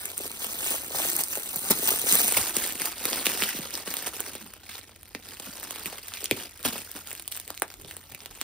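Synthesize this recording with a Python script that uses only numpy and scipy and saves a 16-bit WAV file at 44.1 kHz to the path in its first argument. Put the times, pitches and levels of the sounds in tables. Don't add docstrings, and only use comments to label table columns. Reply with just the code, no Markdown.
import sys
import numpy as np
from scipy import signal
from scipy.fft import rfft, irfft, next_fast_len
from scipy.io import wavfile
from scipy.ndimage import uniform_filter1d, map_coordinates

SR = 44100
rng = np.random.default_rng(int(sys.argv[2]) if len(sys.argv) > 2 else 0)


def bounce(signal):
    frames = np.transpose(np.atleast_2d(signal))
    limited = np.clip(frames, -1, 1)
    pcm = np.round(limited * 32767).astype(np.int16)
    wavfile.write(sys.argv[1], SR, pcm)


N = 371763

# frequency in Hz, relative density in dB per Hz.
AIR_SPECTRUM = [(20, -23), (50, 15), (85, 11.5), (130, 6.5), (300, 5), (1000, -23), (4000, -56),
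                (15000, -47)]
# peak time in s, rise in s, fall in s, crackle in dB before voice trims,
# flapping of the sheet against that in dB.
STROKES = [(.057, 0.35, 0.065, -41.5, -7), (.257, 0.1, 0.031, -40.5, -2.5), (.45, .15, 0.44, -37, -6.5),
           (.665, 0.1, 0.19, -32.5, -7), (1.039, 0.16, 0.21, -30.5, -6.5), (1.208, 0.039, 0.024, -28, -5.5),
           (1.34, 0.055, 0.081, -38.5, -23), (1.62, 0.19, 0.25, -40.5, -1), (1.712, 0.029, 0.047, -31.5, 3),
           (1.904, 0.3, 0.23, -32.5, -3.5), (2.144, 0.16, 0.17, -24.5, -8.5),
           (2.367, 0.29, 0.22, -28.5, -6.5), (2.565, 0.05, 0.31, -32.5, -6.5), (2.82, 0.13, 0.18, -33, -4),
           (3.064, 0.14, 0.67, -32.5, -3.5), (3.262, 0.027, 0.33, -30.5, -9.5),
           (3.42, 0.025, 0.25, -31.5, -11), (3.747, 0.05, 0.14, -36, -4), (3.872, 0.027, 0.26, -34.5, -5.5),
           (4.069, 0.012, 0.023, -29.5, -9), (4.185, 0.12, 0.25, -40, -6), (4.35, 0.12, 0.048, -48, -4),
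           (4.742, 0.14, 0.12, -40, -11.5), (5.457, 0.057, 0.41, -42, -3), (5.635, 0.015, 0.48, -46, -5),
           (5.888, 0.3, 0.15, -38, -3), (6.24, 0.41, 0.021, -39.5, -10), (6.37, 0.14, 0.17, -35, -7),
           (6.659, 0.02, 0.056, -25.5, -5), (6.76, 0.24, 0.093, -37, -4.5), (6.97, 0.076, 0.03, -42.5, 1.5),
           (7.137, 0.98, 0.23, -45, -7), (7.33, 0.031, 0.17, -43.5, -18), (7.889, 0.031, 0.11, -43.5, -5)]
# time in s, level in dB before voice trims.
GRIP = [(0, -42), (1.5, -40.5), (2.5, -47.5), (2.95, -58), (3.5, -43), (3.7, -39.5), (3.83, -50),
        (3.92, -42.5), (4.35, -41), (4.6, -54), (5.1, -53), (5.33, -44), (6.05, -53.5), (6.55, -66),
        (7.4, -51.5), (7.78, -51), (8.1, -50), (8.43, -48)]
# time in s, cling against creases in dB before voice trims.
TACK = [(0, 2.5), (1.4, 5.5), (2.3, 4), (3.5, -0.5), (4.1, 0.5), (4.7, -3), (5.4, 0.5), (5.7, -1),
        (6.5, -1.5), (7.2, 1.5), (8.43, 0)]
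# start in s, length in s, surge in dB.
RIPS = [(1.701, 0.017, 8.5), (1.881, 0.011, 6), (2.13, 0.011, 2.5), (2.367, 0.011, 7.5), (6.647, 0.013, 3)]
# frequency in Hz, relative density in dB per Hz.
SHEET_SPECTRUM = [(25, -30), (60, -21), (150, -6.5), (240, 1.5), (450, 0.5), (650, -3.5), (900, -3),
                  (1400, -6), (3000, -45)]
CREASE_SPECTRUM = [(250, -66.5), (700, -3), (1000, -5.5), (1600, -0.5), (2700, 0), (4200, -1), (5600, -1),
                   (6800, -6), (10000, -67)]
CLING_SPECTRUM = [(3000, -102), (6000, -3.5), (7500, 1.5), (9000, 4), (11500, 0.5), (14000, 3.5),
                  (15600, 3), (16200, -53)]
# time in s, then twang, crease and cling in dB over one millisecond before voice
# trims, twang pitch in Hz, crease pitch in Hz, crease Q.
SNAPS = [(.1787, -57, -45, -17, 477, 3800, 1), (.3156, -56, -32.5, -22.5, 500, 2770, 1.1),
         (.4446, -30, -24, -21, 620, 2900, 2.5), (1.1315, -45, -30, -19, 500, 4500, 1),
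         (1.165, -45, -30, -14, 500, 5000, 1.2), (1.2366, -46, -20, -13, 550, 5110, 1.5),
         (1.3735, -49, -31, -17, 500, 4500, 1), (1.5593, -26, -42, -15, 220, 3440, 1),
         (1.7049, -14, -29, -9, 402, 1880, 0.88), (1.7184, -19.5, -16, -21, 374, 3640, 1),
         (1.8745, -38, -18, -9.5, 600, 3800, 0.88), (1.906, -29, -20, -9.5, 417, 3800, 0.68),
         (2.016, -47, -32, -15, 450, 4500, 0.63), (2.1245, -20.5, -22, -6, 255, 2900, 1.4),
         (2.1543, -22, -32, -7, 478, 3230, 1), (2.2165, -28, -28, -23, 432, 3900, 1),
         (2.2312, -41, -29, -20, 430, 3450, 2.2), (2.3225, -21, -22, -13, 1020, 2600, .7),
         (2.373, -17, -16, -14, 890, 3030, 1.3), (2.5668, -20, -17.5, -7, 314, 3700, 1.3),
         (3.0542, -24, -16.5, -12, 343, 3430, 0.47), (3.1305, -29, -15.5, -18, 390, 3380, 0.52),
         (3.2575, -37, -15.5, -15, 400, 3400, 1.7), (3.267, -20, -10, -10, 365, 2840, 2.3),
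         (3.422, -22, -12.5, -24, 303, 2300, 1.2), (3.436, -34, -14, -18, 296, 2320, 1.5),
         (3.589, -22, -32, -22, 255, 2500, 1.6), (3.74, -48, -23, -39, 500, 5200, 3.3),
         (3.7528, -52, -20, -23, 500, 5070, 4.9), (3.875, -25, -27, -39, 370, 2750, 0.91),
         (3.9396, -34, -24, -15.5, 473, 2370, 1.5), (3.9684, -36, -21.5, -17, 350, 3280, 1.2),
         (4.072, -25, -26, -25, 590, 2400, 0.92), (4.2041, -28, -27, -15, 570, 1580, 1.9),
         (4.3524, -27.5, -32, -24.5, 440, 1750, 0.71), (4.5371, -45, -34, -29.5, 624, 2300, 0.44),
         (4.752, -40, -33, -42, 890, 2400, 1.1), (4.893, -43, -43, -47, 800, 1900, 1),
         (4.96, -60, -46, -41, 600, 2810, 1), (5.031, -50, -41, -36, 700, 2200, 0.86),
         (5.1493, -25.5, -21.5, -28.5, 350, 2030, 0.77), (5.3986, -33.5, -27, -30, 560, 5460, 0.97),
         (5.6303, -38, -30, -25.5, 810, 1500, 1.4), (5.7077, -31.5, -28, -19, 780, 3020, 1.9),
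         (5.759, -34, -29.5, -26, 624, 3220, 1.3), (5.8583, -32, -22, -19.5, 273, 2450, 3.9),
         (5.865, -47, -34, -31, 400, 2400, 2.2), (5.9, -44, -35, -32, 500, 2500, 1.7),
         (6.083, -51, -31, -26, 510, 4000, 0.6), (6.1377, -61, -22.5, -41, 483, 5370, 1.5),
         (6.2427, -37, -25, -15, 434, 5210, 0.73), (6.257, -57, -19, -24, 410, 5300, 1.8),
         (6.3113, -36, -9, -12, 600, 2560, 4.6), (6.6288, -58, -34, -28, 450, 3800, 4),
         (6.652, -19.5, -21, -34, 404, 1500, 0.66), (6.8475, -60, -53, -31, 504, 3800, 1),
         (6.9154, -59, -41, -24.5, 730, 4800, 1), (6.9895, -52, -39, -30, 600, 1500, 1),
         (7.072, -44, -33, -25, 500, 3430, 1.6), (7.107, -41, -33, -28, 610, 3530, 1.8),
         (7.1146, -45, -27.5, -26, 560, 2360, 1.8), (7.1291, -35, -41, -23, 480, 2450, 1),
         (7.151, -60, -34, -27, 570, 3250, 1), (7.178, -55, -36, -36, 500, 3070, 1.5),
         (7.197, -44, -31, -26.5, 500, 3400, 1.2), (7.223, -58, -43, -30, 500, 3890, 1),
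         (7.2781, -42, -28, -22.5, 534, 3640, 0.9), (7.3168, -55, -36, -24, 500, 3500, 1.1),
         (7.3218, -52, -26.5, -24, 488, 3370, 1.8), (7.3242, -59, -31, -24, 488, 2700, 2),
         (7.348, -57, -34, -27, 500, 4250, 2.2), (7.3659, -44, -36, -24, 573, 3320, 1.4),
         (7.3735, -57, -31, -21, 497, 2400, 1.4), (7.3992, -43, -29.5, -24, 500, 3780, 1.7),
         (7.478, -43, -34, -26.5, 340, 2300, 1.3), (7.5037, -33, -24.5, -25, 417, 2740, 0.34),
         (7.543, -58, -36, -41, 500, 3300, 1), (7.5761, -60, -28.5, -30, 360, 3600, 2.2),
         (7.5985, -60, -43, -28, 500, 4000, 1), (7.6204, -16, -14, -9, 616, 1350, 1),
         (7.7028, -44, -33, -36, 500, 3000, 0.96), (7.74, -53, -36, -33, 500, 2780, 1.1),
         (7.847, -39, -34, -51, 554, 3500, 1.7), (7.9108, -46, -29, -28, 520, 2300, 2.4),
         (7.967, -37, -37, -27.5, 600, 2000, 0.59), (8.121, -43, -38, -32, 500, 2330, 2.9),
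         (8.1475, -41, -29.5, -26, 390, 2550, 3.1), (8.2046, -63, -33, -46, 500, 4430, 1.4),
         (8.259, -38, -28.5, -28.5, 560, 4050, 1.1), (8.4134, -35.5, -20.5, -16.5, 430, 4000, 0.42)]
# time in s, level in dB over one millisecond before trim, pitch in Hz.
POPS = [(.203, -25.5, 464), (.255, -26, 428), (.662, -26, 726), (.743, -22.5, 610), (.908, -26, 528),
        (.947, -21.5, 770), (1.0, -23, 630), (1.051, -21, 590), (1.131, -29, 347), (1.372, -22.5, 485),
        (1.793, -24.5, 326), (1.829, -20.5, 386), (1.885, -30, 237), (1.916, -18, 450), (2.04, -22.5, 424),
        (2.065, -22, 506), (2.321, -23, 446), (2.65, -26, 410), (2.752, -28, 288), (3.12, -23, 382),
        (3.322, -32, 268), (3.349, -27, 326), (3.548, -24, 266), (5.928, -28, 674), (6.228, -30, 420),
        (6.3132, -10.5, 366), (6.756, -25, 600), (6.958, -40, 417), (7.622, -29, 900)]
# start in s, length in s, approximate peak in dB, resonance in Hz.
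NUDGES = [(2.02, 0.036, -52, 80), (2.116, 0.047, -54, 100), (2.355, .08, -42.5, 88),
          (2.606, 0.047, -49, 59), (3.048, .04, -55, 90), (3.868, 0.041, -53, 133),
          (4.081, 0.043, -52, 79.6), (4.384, 0.12, -49.5, 220), (5.47, 0.036, -46, 212),
          (5.852, .05, -47, 225), (6.314, 0.036, -40, 93), (6.32, 0.18, -50, 380), (6.65, 0.049, -42, 105),
          (6.646, .06, -34.5, 238), (6.691, .12, -47, 200), (7.726, 0.22, -55.5, 350),
          (7.736, 0.21, -57, 50), (7.8, 0.13, -54, 126), (8.11, 0.058, -53.5, 129), (8.287, .08, -54, 60)]
# frequency in Hz, phase in radians.
LEFT_HAND_LEAD = [(100, 0), (1000, -.8), (2000, -2.25), (3200, -3.1), (4800, .4), (6100, 1.1), (7150, 3.14),
                  (8700, 5.9), (9900, 6.5), (11650, 9.42), (13300, 12.3), (14600, 12.7), (16000, 15.5)]
RIGHT_HAND_LEAD = [(100, 0), (2000, 0), (3300, -.9), (4900, -.2), (6000, 1.9), (7200, 3.2), (9400, 6.2),
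                   (11600, 9.42), (14000, 12.6), (16000, 15.3)]
# frequency in Hz, likeness from 0 to 1.
LIKENESS = [(100, .88), (300, .94), (600, .92), (1700, .82), (3200, .82), (5300, .45), (7200, .82),
            (9300, .9), (11700, .95), (15500, .76)]
# frequency in Hz, time to fall 60 dB in s.
ROOM_T60 = [(150, 0.25), (1000, 0.12), (4000, 0.14), (14000, 0.013)]

TOP_HZ = 16500
GRIP_SHEET_DB = -2.5
STROKE_DROP_DB, STROKE_CURVE = 25, 2.19
TREMOR_DB, TREMOR_RATE_HZ = 1.25, 25
RIP_RELEASE_S = 0.00061
RUBBING_SHARE = .05
CREASE_LIFE_S, CLING_LIFE_S = .0004, .00025
TICKS_PER_S, SMALL_SNAPS_PER_S, POPS_PER_S = 110, 16, 9
SNAP_CREASE_LIFE_S = .0007
SNAP_CLING_LIFE_S = .00038
ROOM_SHIFT_S = .25


def amp(db):
    return 10 ** (np.asarray(db) / 20)


def unit(x):
    return x / np.sqrt(np.mean(x ** 2) + 1e-20)


def along(points, hz):
    f, v = np.transpose(points)
    return np.interp(np.log(hz + 1), np.log(f), v)


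def wobble(knots_per_s):
    knots = rng.standard_normal(int(N * knots_per_s / SR) + 4)
    return map_coordinates(knots, [np.arange(N) * knots_per_s / SR], order=1)


def moments(per_s):
    return (rng.random(int(per_s * N / SR)) * N).astype(int)


def add(track, start_s, wave):
    part = track[..., round(start_s * SR):][..., :wave.shape[-1]]
    part += wave[..., :part.shape[-1]]


def one_ms(wave):
    return wave / np.linalg.norm(wave, axis=-1, keepdims=True) * np.sqrt(SR / 1000)


def filtered(x, response):
    m = next_fast_len(N + 8192, True)
    return irfft(rfft(x, m) * response(np.fft.rfftfreq(m, 1 / SR)), m)[..., :N]


def coloured(x, spectrum, size=4096):
    cepstrum = irfft(np.log(amp(along(spectrum, np.fft.rfftfreq(size, 1 / SR)))))
    cepstrum[1:size // 2] *= 2
    cepstrum[size // 2 + 1:] = 0
    kernel = irfft(np.exp(rfft(cepstrum)))
    return signal.oaconvolve(x, kernel[None] / np.linalg.norm(kernel), axes=1)[:, :N]


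def tinted(pair, depth_db):
    z = signal.stft(pair, nperseg=256)[2]
    field = uniform_filter1d(rng.standard_normal(z.shape[1:]), size=5, axis=0)
    field = uniform_filter1d(field, size=3, axis=1)
    gain = unit(amp(depth_db * unit(field)))
    return signal.istft(z * gain, nperseg=256)[1][:, :N]


def bursts(energy, life_s, spectrum):
    t = np.arange(SR // 25) / SR
    shape = np.exp(-t / life_s) * (1 - np.exp(-2 * t / life_s))
    power = np.abs(signal.oaconvolve(energy, shape / shape.sum()))[:N]
    return coloured(np.sqrt(power) * rng.standard_normal((2, N)), spectrum)


def background(air_db, hum_db, hum_hz=89.2, width=0.4):
    common, apart = coloured(rng.standard_normal((2, N)), AIR_SPECTRUM)
    air = np.array([common + width * apart, common - width * apart])
    rumble = signal.lfilter(*signal.butter(1, 150, fs=SR), air)
    air = air + rumble * (amp(1.5) - 1)
    phase = 2 * np.pi * hum_hz * np.arange(N) / SR + 0.68 * wobble(4.2)
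    hum = np.sqrt(2) * np.sin(phase)
    return amp(air_db) * air + amp(hum_db + 0.29 * wobble(4)) * hum


def handling():
    t = np.arange(0, N, 32) / SR
    creases = amp(np.interp(t, *np.transpose(GRIP))) ** 2
    sheet = creases * amp(GRIP_SHEET_DB) ** 2
    for peak_s, rise_s, fall_s, db, flap_db in STROKES:
        away = np.abs(np.where(t < peak_s, (peak_s - t) / rise_s, (t - peak_s) / fall_s))
        power = amp(db - STROKE_DROP_DB * away ** STROKE_CURVE) ** 2
        creases = creases + power
        sheet = sheet + power * amp(flap_db) ** 2
    cling = creases * amp(np.interp(t, *np.transpose(TACK))) ** 2
    tremor_db = TREMOR_DB * wobble(TREMOR_RATE_HZ)
    sample_s = np.arange(N) / SR
    return [np.interp(sample_s, t, 10 * np.log10(p)) + tremor_db for p in (sheet, creases, cling)]


def swarm(per_s, spread_db, clump_db):
    happens = rng.random(N) < per_s / SR
    size_db = spread_db * np.minimum(rng.standard_normal(N), 2.5)
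    return happens * amp(size_db + clump_db * wobble(110))


def crackle(cracks, level_db, spectrum, life_s, vary_db, rub):
    energy = (cracks * amp(vary_db * rng.standard_normal(N))) ** 2
    local = np.abs(uniform_filter1d(uniform_filter1d(energy, size=1500), size=1500))
    energy = energy / (local + 0.027)
    rub = np.clip(rub, 0, 1)
    return bursts(((1 - rub) * energy + rub) * amp(level_db) ** 2, life_s, spectrum)


def peeling(levels):
    t = np.arange(N) / SR
    surge_db = np.zeros(N)
    for start_s, length_s, db in RIPS:
        edges_s = [-.001, 0, length_s, length_s + RIP_RELEASE_S]
        surge_db += db * np.interp(t - start_s, edges_s, [0, 1, 1, 0])
    sheet_db, crease_db, cling_db = [level + surge_db for level in levels]
    effort = np.clip(amp(cling_db + 33), 0, 1.2)
    cracks = swarm(per_s=420, spread_db=2.0, clump_db=5.0)
    cracks = cracks + effort * swarm(per_s=950, spread_db=-1.0, clump_db=1.5)
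    sheet = crackle(cracks, sheet_db - 5.0, SHEET_SPECTRUM, life_s=0.0019, vary_db=4.0, rub=0.0098)
    creases = crackle(cracks, crease_db - 2.33, CREASE_SPECTRUM, CREASE_LIFE_S, vary_db=-0.5, rub=RUBBING_SHARE)
    cling = crackle(cracks, cling_db + 0.2, CLING_SPECTRUM, CLING_LIFE_S, vary_db=-1.5, rub=RUBBING_SHARE)
    return tinted(sheet + creases + cling, depth_db=3.0)


def ticks(at, level_db, pitch_hz, size_spread, cycles, scatter_db):
    strength, size, spot = np.clip(rng.standard_normal((3, len(at), 1)), -2, 2)
    age = np.arange(SR // 200)
    turns = np.minimum(pitch_hz * np.exp(size_spread * size), TOP_HZ) * age / SR
    waves = one_ms(np.sin(2 * np.pi * turns) * np.exp(-turns / cycles))
    waves = waves * amp(level_db[at, None] + scatter_db * strength)
    slots = (at[:, None] + age).ravel()
    return np.array([np.bincount(slots, w.ravel(), N)[:N] for w in (waves, waves * spot)])


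def wrinkles(crease_db, cling_db):
    at = moments(TICKS_PER_S)
    folds = ticks(at, crease_db - 3.5, pitch_hz=3290, size_spread=0.445, cycles=3.1, scatter_db=4.0)
    cling = ticks(at, cling_db - 2.5, pitch_hz=10230, size_spread=0.23, cycles=2.6, scatter_db=2.5)
    return folds + cling


def small_snaps(crease_db, cling_db, usual_db=-43.5, at_level_db=-46, growth=0.84, drift_db_per_s=-0.1,
                twang_db=-10, bright_db=7.0, scatter_db=3, twang_hz=520, crease_hz=3300, size_spread=0.28):
    at = moments(SMALL_SNAPS_PER_S)
    strength, flap, stick, patch, fold = np.clip(rng.standard_normal((len(at), 5)), -2, 2).T
    db = usual_db + growth * (crease_db[at] - at_level_db) + drift_db_per_s * at / SR + scatter_db * strength
    stick_db = db + (cling_db - crease_db)[at] + bright_db + scatter_db * stick
    return np.transpose([at / SR, db + twang_db + scatter_db * flap, db, stick_db,
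                         twang_hz * np.exp(size_spread * patch), crease_hz * np.exp(size_spread * fold),
                         np.ones(len(at))])


def neighbours(rows, delay_s=0.0063, loss_db=12, knee_db=-27, size_spread=0.25, early_share=0.41):
    s, twang_db, crease_db, cling_db, twang_hz, crease_hz, q = np.transpose(rows)
    wait, fold = np.clip(rng.standard_normal((len(s), 2)), -2, 2).T
    side = np.where(rng.random(len(s)) < early_share, -1, 1)
    at_s = np.clip(s + side * delay_s * np.exp(wait / 2), 0, (N - 1) / SR)
    drop_db = loss_db + np.maximum(crease_db - knee_db, 0) / 2
    return np.transpose([at_s, twang_db - 2 * drop_db, crease_db - drop_db, cling_db - drop_db,
                         twang_hz, crease_hz * np.exp(size_spread * fold), q])


def buckle(pitch_hz, q, life_s, reach=2.22, kick=2.4):
    t = np.arange(SR // 100) / SR
    rattle = rng.standard_normal((2, len(t))) * np.exp(-t / life_s) * (1 - np.exp(-2 * t / life_s))
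    rattle[0, SR // 2500] += kick
    ring = signal.lfilter(*signal.iirpeak(pitch_hz, q, fs=SR), rattle)
    return one_ms(signal.lfilter(*signal.butter(2, min(reach * pitch_hz, TOP_HZ), fs=SR), ring))


def twang(pitch_hz, taut, relax, cycles, fade, lowest_hz=85):
    turns = pitch_hz * np.arange(SR // 20) / SR
    hz = pitch_hz * taut / (1 + turns / relax)
    swing = (1 - np.exp(-6 * turns)) * np.exp(-(turns / cycles) ** fade)
    wave = np.sin(2 * np.pi * np.cumsum(hz) / SR) * swing
    return one_ms(signal.lfilter(*signal.butter(4, lowest_hz, 'high', fs=SR), wave))


def snaps(rows):
    pair, cling = np.zeros((2, N)), np.zeros(N)
    for s, twang_db, crease_db, cling_db, twang_hz, crease_hz, q in rows:
        cling[round(s * SR)] = SR / 1000 * amp(cling_db - 3.0) ** 2
        add(pair, s, amp(crease_db - 2.47) * buckle(crease_hz, q, SNAP_CREASE_LIFE_S))
        add(pair[0], s, amp(twang_db - 1.75) * twang(twang_hz, taut=2.416, relax=0.95, cycles=3.33, fade=3.2))
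    return pair + tinted(bursts(cling, SNAP_CLING_LIFE_S, CLING_SPECTRUM), depth_db=2.5)


def small_pops(sheet_db, over_db=6, scatter_db=-1.0, pitch_hz=520, size_spread=0.32):
    at = moments(POPS_PER_S)
    strength, size = np.clip(rng.standard_normal((len(at), 2)), -2, 2).T
    db = sheet_db[at] + over_db + scatter_db * strength
    return np.transpose([at / SR, db, pitch_hz * np.exp(size_spread * size)])


def pops(rows):
    pair = np.zeros((2, N))
    for s, db, hz in rows:
        add(pair[0], s, amp(db - 3.0) * twang(hz, taut=1.63, relax=1.9, cycles=2.33, fade=1.28))
    return pair


def nudges(q=1.7, width=0.33):
    pair = np.zeros((2, N))
    for s, length_s, db, hz in NUDGES:
        swell = np.sin(np.linspace(0, np.pi, round(length_s * SR)))
        body = signal.iirpeak(hz, q, fs=SR)
        rub = signal.lfilter(*body, rng.standard_normal((2, SR // 2)))
        rub = signal.lfilter(*body, rub)
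        common, apart = one_ms(rub[:, -len(swell):] * swell) * np.linalg.norm(swell) / np.sqrt(SR / 1000)
        add(pair, s, amp(db) * np.array([common + width * apart, common - width * apart]))
    return pair


def at_ports(pair, handover_s=2.29, width=1.06):
    def spread(hz):
        turn = width * np.arccos(np.clip(along(LIKENESS, hz), 0, 1)) / 2
        return np.array([np.cos(turn), np.sin(turn)])

    def heard(x, lead):
        return filtered(x, lambda hz: np.exp(.5j * along(lead, hz) * np.array([[-1], [1]])))

    common, apart = filtered(pair, spread)
    both = np.array([common + apart, common - apart])
    right = np.clip((np.arange(N) / SR - handover_s) / 0.02, 0, 1)
    from_left = heard(both * (1 - right), LEFT_HAND_LEAD)
    from_right = heard(both * right, RIGHT_HAND_LEAD) * amp([[-.5], [.5]])
    return from_left + from_right


def room_tail(bass_db=-3.0):
    hz, t, z = signal.stft(rng.standard_normal((2, SR // 3)), SR, nperseg=256)
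    balance_db = along([(350, bass_db), (900, 0)], hz)[:, None]
    decay_db = 60 * t / along(ROOM_T60, hz)[:, None]
    tail = signal.istft(z * amp(balance_db - decay_db), SR, nperseg=256)[1]
    tail[1] += signal.lfilter(*signal.butter(1, 1100, fs=SR), tail[0] - tail[1])
    return np.pad(tail / np.linalg.norm(tail[0]), ((0, 0), (SR // 300, 0)))


def room(x):
    wet, hop = np.zeros((2, N)), round(ROOM_SHIFT_S * SR)
    for start in range(0, N, hop):
        add(wet, start / SR, signal.fftconvolve(x[None, start:start + hop], room_tail(), axes=1))
    return wet


def scene():
    levels = sheet_db, crease_db, cling_db = handling()
    snap_rows = [*SNAPS, *neighbours(SNAPS), *small_snaps(crease_db, cling_db)]
    film = peeling(levels) + wrinkles(crease_db, cling_db) + snaps(snap_rows)
    film = film + pops([*POPS, *small_pops(sheet_db)])
    close = at_ports(film) + nudges()
    return close + amp(-12.0) * room(film[0]) + background(air_db=-62.0, hum_db=-63.5)


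def record(dry):
    rounded = dry / (1 + (dry / .8) ** 6) ** (1 / 6)
    return filtered(rounded, lambda hz: hz < TOP_HZ)


dry = scene()
out = record(dry)
bounce(out)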